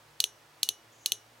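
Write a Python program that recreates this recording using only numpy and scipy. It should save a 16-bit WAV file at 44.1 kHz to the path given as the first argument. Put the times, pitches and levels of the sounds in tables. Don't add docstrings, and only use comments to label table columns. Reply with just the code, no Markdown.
import sys
import numpy as np
from scipy import signal
from scipy.fft import rfft, irfft
from scipy.io import wavfile

SR = 44100
rng = np.random.default_rng(int(sys.argv[2]) if len(sys.argv) > 2 else 0)


def unload_wav(signal):
    wavfile.write(
        sys.argv[1],
        SR,
        np.round(np.clip(np.atleast_2d(signal).T, -1, 1) * 32767).astype(np.int16),
    )


N = 61739
TIME = np.arange(N) / SR
FREQS = np.maximum(np.fft.rfftfreq(2 * N, 1 / SR), 1)
SIDES = np.array([[.5], [-.5]])
OPENING, CLOSING = 0, 1


def injector():
    # t/s, click level/dB, zing level/dB
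    openings = [(0.203, 0, -42), (0.6311, 0, -29), (1.0599, -1, -25)]
    # t/s, click level/dB, ping level/dB
    closings = [(0.2406, -0.5, -5), (0.6895, -0.5, 1.5), (1.1202, 0, -2.5)]
    # f/Hz, relative level/dB
    open_echo = [(300, -32), (2000, -23), (2600, -13), (3000, -24.5), (3400, -2), (4100, -2), (4700, -9),
                 (5600, -4.5), (6550, 3), (7200, -13), (8200, -8), (10200, -6.5), (12000, -12.5),
                 (15500, -17.5)]
    close_echo = [(300, -25.5), (2000, -27), (2600, -12.5), (3100, -3.5), (4000, -4.5), (5100, -19.5),
                  (5800, -3.5), (6400, 2), (7400, -17), (8600, -12.5), (9850, -4), (11300, -15),
                  (12200, -16), (15500, -25)]
    open_s, open_db, zing_db = np.transpose(openings)
    close_s, close_db, ping_db = np.transpose(closings)
    zing = radiated(ring(blows(open_s, zing_db), hz=10180, t60=0.025), order=2)
    opening = needle(open_s, open_db, OPENING, open_echo, echo_db=-35.5) + zing
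    closing = needle(close_s, close_db, CLOSING, close_echo, echo_db=-38.5)
    return opening + closing + ping(open_s, open_db, close_s, ping_db)


def needle(times, db, stroke, echo, echo_db):
    # f/Hz, t60/s, opening level/dB, closing level/dB
    body_modes = [(2617, 0.0033, -14.5, -19.5), (3137, 0.0029, -8.5, -7), (4226, 0.0049, -6.5, -11.5),
                  (4557, 0.0084, -21.5, -39), (6000, 0.0038, -60, -12), (6035, 0.018, -28, -20),
                  (6400, 0.019, -28, -38), (7944, 0.0094, -19.5, -25.5), (8570, 0.013, -26, -31.5),
                  (9860, 0.0069, -18.5, -16), (10800, 0.0076, -22.5, -51), (11840, .008, -24, -26.5),
                  (13400, 0.0062, -21, -21.5), (15500, .004, -26, -37)]
    # f/Hz, t60/s, opening level/dB, closing level/dB
    ring_modes = [(3958, 0.14, -59, -51), (4046, 0.082, -58, -64), (5797, 0.35, -70, -49),
                  (5961, 0.13, -56, -68), (6340, 0.042, -48, -47), (6580, 0.1, -55, -61),
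                  (8500, 0.19, -60, -56), (9598, 0.16, -59, -56), (11500, .16, -66, -60)]
    bounce_s, bounce_db = .00066, -15
    click = struck(body_modes, times, db, stroke)
    rebound = from_db(bounce_db) * np.pad(click, (round(bounce_s * SR), 0))[:N]
    rings = struck(ring_modes, times, db, stroke)
    steel = radiated(click + rebound + rings, order=6)
    return microphones(steel) + bench(times, db, stroke) + workshop(blows(times, db + echo_db), echo)


def ping(open_s, open_db, close_s, close_db):
    open_hz, seated_hz, t60, damp_s = 2923, 2936, 0.35, 0.0046
    tone = ring(blows(close_s, close_db - 49.5), seated_hz, t60)
    for start, end, db in zip(open_s, close_s, open_db):
        held = np.exp(-np.maximum(TIME - end, 0) / damp_s)
        tone = tone + held * ring(blows(start, db - 43), open_hz, t60)
    return microphones(radiated(tone, order=4))


def bench(times, db, stroke):
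    # f/Hz, t60/s, opening level/dB, closing level/dB
    bench_modes = [(358.6, 0.13, -66, -56), (422, 0.29, -64.5, -57.5), (618, 0.027, -57.5, -48.5),
                   (754, 0.03, -72, -52), (1280, 0.036, -61, -55.5), (1827, 0.0027, -55, -66)]
    return struck(bench_modes, times, db, stroke)


def hiss():
    # t/s, level/dB
    swell = [(.905, -97), (.925, -65), (.98, -68.5), (1.04, -61), (1.07, -66), (1.1, -90)]
    band = butter(rng.standard_normal(N), [5900, 7230], "band", order=3)
    return rms_one(band) * from_db(np.interp(TIME, *np.transpose(swell)))


def workshop(clicks, spectrum):
    width, rise_s, near_db, treble_hz = 0.34, .0006, 5.5, 6900
    mid, side = noise(spectrum), width * noise(spectrum)
    wash = np.array([mid + side, mid - side])
    low = colour(wash, [(treble_hz / 2, 0), (treble_hz, -1), (2 * treble_hz, -20)])
    near = from_db(near_db) * wash * decay(t60=.026)
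    tail = low * decay(t60=0.16) + (wash - low) * decay(t60=0.14)
    response = (near + tail) * (1 - np.exp(-TIME / rise_s))
    return signal.fftconvolve(clicks[None], response, axes=1)[:, :N]


def room_tone():
    # f/Hz, relative level/dB
    air = [(25, -36), (45, -27), (60, -6), (80, -17), (120, -8.5), (190, -11), (280, -7), (450, -3.5),
           (650, -2), (1000, -3), (1600, -5.5), (2500, -8.5), (5000, -13), (10000, -19), (15500, -22.5)]
    # f/Hz, side minus mid level/dB
    air_width = [(60, -33), (125, -24), (250, -11.5), (500, -8.5), (1200, -4), (3000, -5), (6000, -6),
                 (12000, -24)]
    level_db, pan_db = -60.5, -1.2
    mid, side = noise(air), colour(noise(air), air_width)
    return from_db(level_db + pan_db * SIDES) * np.array([mid + side, mid - side])


def hum():
    # f/Hz, rms level at the start/dB, rms level at the end/dB
    hum_tones = [(58, -83, -88.5), (108.6, -75.5, -74), (116, -82.5, -71), (147, -74, -85),
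                 (236.6, -85.5, -77), (326.5, -78, -78)]
    waver_depth, waver_hz = 0.49, 4.8
    total = 0
    for hz, first_db, last_db in hum_tones:
        waver = 1 + waver_depth * noise([(waver_hz, 0), (10 * waver_hz, -60)])
        tone = np.sin(2 * np.pi * (hz * TIME + rng.random()))
        total = total + from_db(np.linspace(first_db, last_db, N)) * rms_one(waver * tone)
    return total


def microphones(x):
    # f/Hz, left minus right level/dB
    balance = [(2500, -0.7), (4400, -1), (8000, 2.2), (15000, 1.0)]
    # f/Hz, lead of the left/rad
    phase = [(2500, 0.34), (3450, -0.44), (4820, 0.82), (5170, -0.19), (5860, 1), (6120, -1.6), (6400, 1),
             (9040, -0.49), (11200, 0.058), (16000, .1)]
    pan_db = np.interp(FREQS, *np.transpose(balance))
    lead = np.interp(FREQS, *np.transpose(phase))
    return irfft(rfft(x, 2 * N) * from_db(SIDES * pan_db) * np.exp(1j * SIDES * lead))[:, :N]


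def radiated(x, order):
    return butter(x, 2300, "high", order)


def struck(modes, times, db, stroke):
    spread_db = 0.9
    total = 0
    for k, (hz, t60, *levels) in enumerate(modes):
        blow_db = db + levels[stroke] + spread_db * rng.standard_normal(len(times))
        total = total + (-1) ** k * ring(blows(times, blow_db), hz, t60)
    return total


def blows(times, db):
    impulses = np.zeros(N)
    impulses[np.round(times * SR).astype(int)] = from_db(db)
    return impulses


def ring(clicks, hz, t60):
    radius, angle = from_db(-60 / (t60 * SR)), 2 * np.pi * hz / SR
    return signal.lfilter([0, np.sin(angle)], [1, -2 * radius * np.cos(angle), radius ** 2], clicks + 1e-18)


def decay(t60):
    return from_db(-60 * TIME / t60)


def noise(points):
    return rms_one(colour(rng.standard_normal(N), points))


def colour(x, points):
    hz, db = np.transpose(points)
    gain = from_db(np.interp(np.log(FREQS), np.log(hz), db))
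    return irfft(rfft(x, 2 * N) * gain)[..., :N]


def butter(x, hz, kind, order):
    return signal.sosfilt(signal.butter(order, hz, kind, fs=SR, output="sos"), x)


def from_db(db):
    return 10 ** (np.asarray(db) / 20)


def rms_one(x):
    return x / np.sqrt(np.mean(x ** 2) + 1e-20)


def scene():
    return injector() + hiss() + room_tone() + hum()


def record(dry):
    return signal.sosfilt(signal.ellip(10, .1, 80, 16100, fs=SR, output="sos"), dry)


dry = scene()
out = record(dry)
unload_wav(out)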